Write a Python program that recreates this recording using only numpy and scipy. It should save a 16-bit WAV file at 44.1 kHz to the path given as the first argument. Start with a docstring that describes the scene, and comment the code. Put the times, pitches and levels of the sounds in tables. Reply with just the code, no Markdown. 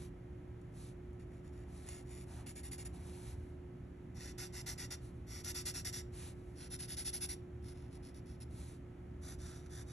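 """A desk in a small, quiet room, a two-port microphone close to a sheet of paper; an appliance hums throughout.
First a hand slides over the sheet. After a second a felt-tip marker starts colouring, faintly at first:
its nib plucks paper fibres, which ring the barrel and the sheet. Runs of quick back-and-forth strokes
follow, loudest from about 4 to 7 s; between runs the hand slides to a new place and the desk thrums
under the arm. The last two runs are lighter."""
import sys
import numpy as np
from scipy import signal
from scipy.fft import rfft, irfft, next_fast_len
from scipy.io import wavfile
from scipy.ndimage import map_coordinates

SR = 44100
rng = np.random.default_rng(int(sys.argv[2]) if len(sys.argv) > 2 else 0)


def store_wav(level_fs):
    """Save 16-bit WAV to argv[1]."""
    pcm = np.round(np.clip(np.atleast_2d(level_fs), -1, 1) * 32767)
    wavfile.write(sys.argv[1], SR, pcm.T.astype(np.int16))


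N = 437472
PUSH, PULL = 0.33, 0.6  # place of top speed in a stroke (0-1): a push bites at once, a pull eases in


def nib():
    """Each stroke speeds up and slows to the turn; a slow nib crackles, a fast one blurs into hiss."""
    # nib strokes: start/s, end/s, level/dB, PUSH or PULL
    strokes = [(1.192, 1.247, -68, PUSH), (1.292, 1.405, -72.5, PULL), (1.428, 1.5, -69.5, PULL),
               (1.518, 1.67, -70, PUSH), (1.654, 1.9, -73.5, PULL), (1.858, 2.041, -55, PUSH),
               (2.049, 2.251, -58.5, PULL), (2.46, 2.534, -52, PUSH), (2.552, 2.621, -52, PUSH),
               (2.63, 2.703, -51, PUSH), (2.71, 2.768, -48.5, PUSH), (2.778, 2.841, -50.5, PUSH),
               (2.848, 2.884, -48.5, PUSH), (4.143, 4.329, -53.5, PULL), (4.377, 4.486, -47.5, PUSH),
               (4.522, 4.625, -49, PULL), (4.66, 4.749, -44.5, PUSH), (4.776, 4.876, -47, PUSH),
               (4.903, 4.965, -46, PUSH), (5.264, 5.426, -52, PULL), (5.435, 5.525, -43.5, PULL),
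               (5.543, 5.633, -43, PUSH), (5.653, 5.724, -40, PUSH), (5.738, 5.826, -44.5, PUSH),
               (5.847, 5.912, -42, PUSH), (5.924, 6.026, -45.5, PUSH), (6.552, 6.685, -55.5, PULL),
               (6.699, 6.768, -47, PULL), (6.787, 6.873, -47, PUSH), (6.875, 6.954, -46, PULL),
               (6.966, 7.042, -43, PUSH), (7.043, 7.107, -40, PULL), (7.128, 7.193, -41.5, PUSH),
               (7.203, 7.265, -40, PULL), (7.286, 7.354, -43.4, PUSH), (7.62, 7.739, -61, PULL),
               (7.737, 7.9, -69.5, PUSH), (7.904, 7.98, -64, PULL), (8.024, 8.125, -62, PUSH),
               (8.14, 8.21, -63.5, PUSH), (8.255, 8.376, -66, PUSH), (8.402, 8.447, -55.5, PUSH),
               (9.211, 9.356, -54.5, PULL), (9.383, 9.64, -57.5, PUSH), (9.609, 9.69, -69, PULL),
               (9.691, 9.837, -55, PULL), (9.858, 9.998, -59, PULL)]
    # pressing harder brightens: dB of body lost and of sizzle gained per dB above a normal stroke
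    normal_db, body_loss, sizzle_gain = -50, 0.35, 0.31
    out = np.zeros(N + SR)
    pressure = amp(0.32 * wobble(110) + 0.24 * wobble(30))  # the tooth of the paper shakes the nib
    for start, end, db, top in strokes:
        n = max(round((end - start) * SR), 64)
        speed = arch(np.linspace(0, 1, n), top)
        landing = 1 - np.exp(-np.arange(n) / SR / 0.0014)  # the felt gives as it meets the sheet
        modes, body_db, sizzle_db = grip_at(start)
        shift = 1 + 0.0092 * rng.standard_normal()  # the nib lands at a slightly new angle
        force_db = db - normal_db
        tilt = [(2000, body_db - body_loss * force_db), (4500, 0), (7500, 0),
                (11500, sizzle_db + sizzle_gain * force_db)]  # f/Hz, gain/dB
        snap_rate = 400 + 2000 * amp(db + 55) ** 2 * speed
        friction = fibres(snap_rate, spread_db=2, share=.45)
        colour = lambda hz: resonances(modes, hz * shift) * amp(along(tilt, hz)) * reflections(hz)
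        scratch = unit(filtered(friction, colour))
        out[round(start * SR):][:n] += amp(db) * landing * speed ** 1.35 * scratch
    return out[:N] * pressure


def fibres(rate, spread_db, share):
    """Fibres snap free at a rate per second, in uneven sizes; share is their power against a smooth rub."""
    n = len(rate)
    freed = rng.random(n) < rate / SR
    snaps = freed * rng.standard_normal(n) * amp(spread_db * rng.standard_normal(n))
    return np.sqrt(share) * unit(snaps) + np.sqrt(1 - share) * rng.standard_normal(n)


def grip_at(time):
    """The hold on the marker sets how nib, barrel and sheet ring: resonances, body dB and sizzle dB."""
    # resonances of four holds: f/Hz, width/Hz, level/dB
    slanted = [(754, 980, -9.5), (2040, 890, -3.5), (2800, 200, -7), (3580, 770, -10), (4640, 700, -9),
               (5470, 940, -7), (6910, 480, -2), (8420, 1100, -4), (9240, 660.0, -17), (9860, 900, 3.5),
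               (11250, 280.0, -8)]
    level = [(700, 630, -16), (1460, 350, -12), (1990, 440, -7.5), (2710, 520, -11.5), (3620, 500, -7.5),
             (4730, 1300, -4.5), (5650, 840, 3), (7150, 780, -3), (8450, 1250, -2.5), (9980, 1100, -1),
             (11130, 520, 0), (12500, 1000, -17)]
    curled = [(710, 430, -18), (1500.0, 420, -16), (2030, 490, -12.5), (2670, 560, -15), (3570, 760, -10),
              (4390, 740, -8.5), (5400, 1160, -3.5), (7100, 1200, -11), (8880, 1100, -3.5),
              (10030, 780, 2.5), (10560, 520, 5.5), (11900, 390, -18)]
    upright = [(740, 370, -5.5), (1430, 530, -5), (1880, 1040, -8.5), (3650, 540, -6.5), (4820, 1100, -9.5),
               (5900, 830, -3.5), (7270, 610, -6.5), (8320, 650, -6), (10000, 330, 0.5), (10860, 830, -9.5)]
    # the hold in each run: from/s, resonances, body/dB, sizzle/dB
    grips = [(0, slanted, -3.5, 2.5), (4, level, 8, -1), (5.15, level, 6, -1.3),
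             (6.3, curled, 5.5, -3.5), (7.5, curled, 3, -1.5), (9, upright, -4, 4.5)]
    return [grip for since, *grip in grips if since <= time][-1]


def reflections(hz):
    """Three close reflections off the moving hand and the desk comb the spectrum."""
    delays_s = rng.uniform(0.000421, .003, (3, 1))
    return abs(1 + .17 * np.exp(-2j * np.pi * hz * delays_s).sum(0))


def ticks():
    """The nib touches down or snags on the paper with a short, dry tick."""
    # contacts: t/s, level/dB
    contacts = [(.6144, -58), (1.131, -61), (1.8878, -34.5), (2.4693, -45), (2.9574, -57), (4.383, -37),
                (4.6643, -42), (5.446, -34), (5.66, -40), (5.8478, -34), (5.8714, -42), (7.9538, -57),
                (8.1577, -55), (8.1846, -57), (9.4164, -47), (9.661, -51.5)]
    out, t = np.zeros(N + SR), np.arange(SR // 20) / SR
    t60_s = .028
    for start, db in contacts:
        modes = grip_at(start)[0]
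        burst = filtered(rng.standard_normal(len(t)), lambda hz: resonances(modes, hz))
        out[round(start * SR):][:len(t)] += amp(db - 7 - 60 * t / t60_s) * unit(burst)
    return out[:N]


def hand():
    """Skin slides on paper with a soft hiss, and the heel of the hand rubs the desk with a duller note."""
    # the side of the hand slides, the heel drags: start/s, end/s, level/dB
    slides = [(-0.08, 0.1, -65), (0.715, 0.945, -67), (1.66, 1.97, -70), (2.255, 2.45, -66),
              (2.925, 2.99, -68.5), (2.95, 3.3, -65.5), (3.19, 3.37, -64.5), (3.28, 3.58, -80),
              (5.0, 5.125, -70), (5.08, 5.26, -85), (6.115, 6.345, -59.5), (6.3, 6.66, -80.5),
              (8.49, 8.79, -65.5)]
    drags = [(1.4, 2.2, -68.5), (2.24, 2.47, -59.5), (2.45, 3.5, -64.5), (4.1, 5.1, -67.5),
             (7.5, 8.2, -70.5), (9.15, 9.9, -80)]
    # spectrum of skin on paper: f/Hz, level/dB
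    skin = [(200, -16), (750, -6.5), (1300, -9), (2250, -5.5), (3100, -9.5), (3900, -5.5), (4800, -8.5),
            (5500, -7.5), (7500, -6.5), (9000, 2.5), (9500, -0.5), (10600, 0), (11800, -13.5), (12900, -51)]
    heel = [(740, 410, 7.0), (1600, 1400, -6.0), (2220, 1800, -11)]  # f/Hz, width/Hz, level/dB
    friction = fibres(np.full(N, 8000.), spread_db=5.5, share=0.23)
    hiss = unit(filtered(friction, lambda hz: amp(along(skin, hz))))
    hiss *= moves(slides, top=0.49, power=2.24)
    rub = resonant_noise(heel) * moves(drags, top=0.56, power=1.9)
    cling = amp(0.8 * wobble(35))
    return cling * (hiss * amp(5.5) + rub * amp(-4.5))


def desk():
    """The desk top thrums at its lowest resonance, more as the arm shifts its weight on it."""
    # shifts of the arm: start/s, end/s, level/dB
    arm_shifts = [(2.1, 3.4, -50.5), (3.2, 3.48, -45), (5.1, 6.6, -50), (7.3, 7.95, -48), (8.35, 8.8, -52),
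                  (9.05, 9.6, -50.5)]
    resting_arm = amp(-66)
    load = resting_arm + moves(arm_shifts, top=.52, power=2.2)
    return resonant_noise([(74, 28.5, 0)]) * load * amp(-3.5)


def room(x):
    """The near walls answer briefly, each frequency with its own decay and stereo width."""
    # reverberation time: f/Hz, t60/s
    decay = [(200, 0.3), (2000, 0.33), (10000, 0.18)]
    # width of the echo: f/Hz, side over mid/dB
    width = [(1000, 2), (1900, -17), (3000, 9.5), (4700, -14), (6000, -15), (7500, 5), (9200, -23),
             (11300, -5), (12300, -14)]
    hz, t, noise = signal.stft(rng.standard_normal((2, SR // 2)), SR, nperseg=256)
    fade = amp(-60 * t / along(decay, hz)[:, None])
    mid, side = signal.istft(noise * fade, SR, nperseg=256)[1]
    tail = mid + filtered(side, lambda f: amp(along(width, f))) * np.array([[1], [-1]])
    delayed = np.pad(x, (200, 0))[None]
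    return signal.fftconvolve(delayed, tail / np.linalg.norm(tail[0]), axes=1)[:, :N]


def hum():
    """The appliance's motor and fan lines, each wavering slightly in phase and strength."""
    # lines: f/Hz, level/dB, left over right/dB
    lines = [(37.7, -67, 0), (75.4, -57.5, -.6), (113.1, -59.5, -1), (122, -63, -1), (150.8, -63.5, -1.5),
             (177.7, -62.5, -1.5), (237, -71.5, -2), (274.5, -68.5, -2.5), (339, -76, -3),
             (360.4, -58.5, -4.5), (1302, -83.5, 0)]
    t, out = np.arange(N) / SR, np.zeros((2, N))
    for hz, db, pan_db in lines:
        phase = 2 * np.pi * (hz * t + rng.random()) + 0.66 * wobble(2.5)
        strength = amp(db - 0.75 + 1.96 * wobble(7) + 0.71 * wobble(2.524))
        out += strength * np.sqrt(2) * np.sin(phase) * amp([[pan_db / 2], [-pan_db / 2]])
    return out


def room_tone():
    """The appliance's steady rumble, a touch to the right, and a faint hiss of air."""
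    # spectra: f/Hz, level/dB
    rumble = [(24, -48), (36, -27), (48, -2), (60, 3), (72, -1.5), (84, -4.5), (102, -10), (122, -1),
              (140, -7.5), (200, -13), (300, -10), (380, -21.5), (450, -23), (700, -60)]
    air = [(200, 0), (600, 1), (780, -2), (1050, -8), (2100, -12), (3100, -19.5), (4200, -27.5),
           (5600, -29.5), (8000, -27.5), (10800, -25), (12200, -51), (13500, -54)]
    return amp(-52.5) * diffuse(rumble) * amp([[-.4], [.4]]) + amp(-63.5) * diffuse(air)


def diffuse(spectrum):
    """Room noise of rms 1 at the two ports, alike in the bass and in some higher bands."""
    # likeness of left and right: f/Hz, correlation
    likeness = [(60, .999), (130, 0.97), (270, 0.92), (590, 0.067), (1260, 0.16), (1900, 1), (2690, 0.21),
                (5000, 0.73), (9000, 0.99)]

    def mid_and_side(hz):
        angle = np.arccos(along(likeness, hz)) / 2
        return amp(along(spectrum, hz)) * [np.cos(angle), np.sin(angle)]

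    mid, side = filtered(rng.standard_normal((2, N)), mid_and_side)
    return unit(np.array([mid + side, mid - side]))


def arch(u, top):
    """Speed of one movement over its course u (0-1): up from rest to 1 at top, and back to rest."""
    u = np.clip(u, 0, 1)
    return (u / top) ** top * ((1 - u) / (1 - top)) ** (1 - top)


def moves(rows, top, power):
    """Gain per sample of movements (start/s, end/s, level/dB); each follows a power of its speed."""
    t = np.arange(N) / SR
    gains = (amp(db) * arch((t - start) / (end - start), top) ** power for start, end, db in rows)
    return np.sqrt(sum(gain ** 2 for gain in gains))


def resonances(modes, hz):
    """Gain of a set of broad, steep-sided resonances (f/Hz, width/Hz, level/dB)."""
    power = 0
    for centre, width, db in modes:
        detuning = (hz ** 2 - centre ** 2) / ((hz + 1) * width)
        power += amp(db) ** 2 / (1 + detuning ** 2) ** 2
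    return np.sqrt(power)


def resonant_noise(modes):
    """Noise through a set of resonances, at rms 1."""
    return unit(filtered(rng.standard_normal(N), lambda hz: resonances(modes, hz)))


def filtered(x, response):
    """x shaped by a response, a function of frequency."""
    n = x.shape[-1]
    size = next_fast_len(n + 8192)
    return irfft(rfft(x, size) * response(np.fft.rfftfreq(size, 1 / SR)), size)[..., :n]


def wobble(rate):
    """A smooth random curve, rate knots a second."""
    knots = rng.standard_normal(int(N * rate / SR) + 4)
    return map_coordinates(knots, [np.arange(N) * rate / SR])


def along(points, hz):
    """Interpolate points (f/Hz, value) on a log frequency axis."""
    freqs, values = np.transpose(points)
    return np.interp(np.log(hz + 1), np.log(freqs + 1), values)


def amp(db):
    """Decibels to gain."""
    return 10 ** (np.asarray(db) / 20)


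def unit(x):
    """Scale to rms 1."""
    return x / np.sqrt(np.mean(x ** 2) + 1e-20)


def scene():
    """The sheet close up with a little echo, over the desk, the hum and the room tone."""
    sheet = nib() + ticks() + hand()
    return sheet + amp(-14.0) * room(sheet) + desk() + hum() + room_tone()


def record(dry):
    """The microphone's two ports fall out of step towards the treble; the top of the band is cut steeply."""
    # the ports compared: f/Hz, lead of left/rad, left over right/dB
    ports = [(0, 0, 0), (260, -.08, 0), (700, .5, 0), (1200, .2, -1.5), (1600, .03, 0), (2500, .25, 0),
             (2850, .7, -2), (3250, .8, 2), (3950, .65, 0), (4500, 1.3, -.5), (4750, 2.4, -7),
             (4900, 3.7, -3), (5250, 5, -1), (5550, 5.8, 2), (5800, 6.25, 0), (8500, 9, 0), (9560, 9.7, 0),
             (11500, 11.7, 0), (12000, 12.5, 0)]
    freqs, lead, pan_db = np.transpose(ports)
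    sides = np.array([[1], [-1]]) / 2
    top_hz = 12800

    def response(hz):
        phase = np.interp(hz, freqs, lead) * sides
        balance = amp(np.interp(hz, freqs, pan_db) * sides)
        return np.exp(1j * phase) * balance / np.sqrt(1 + (hz / top_hz) ** 160)

    return filtered(dry, response)


dry = scene()
out = record(dry)
store_wav(out)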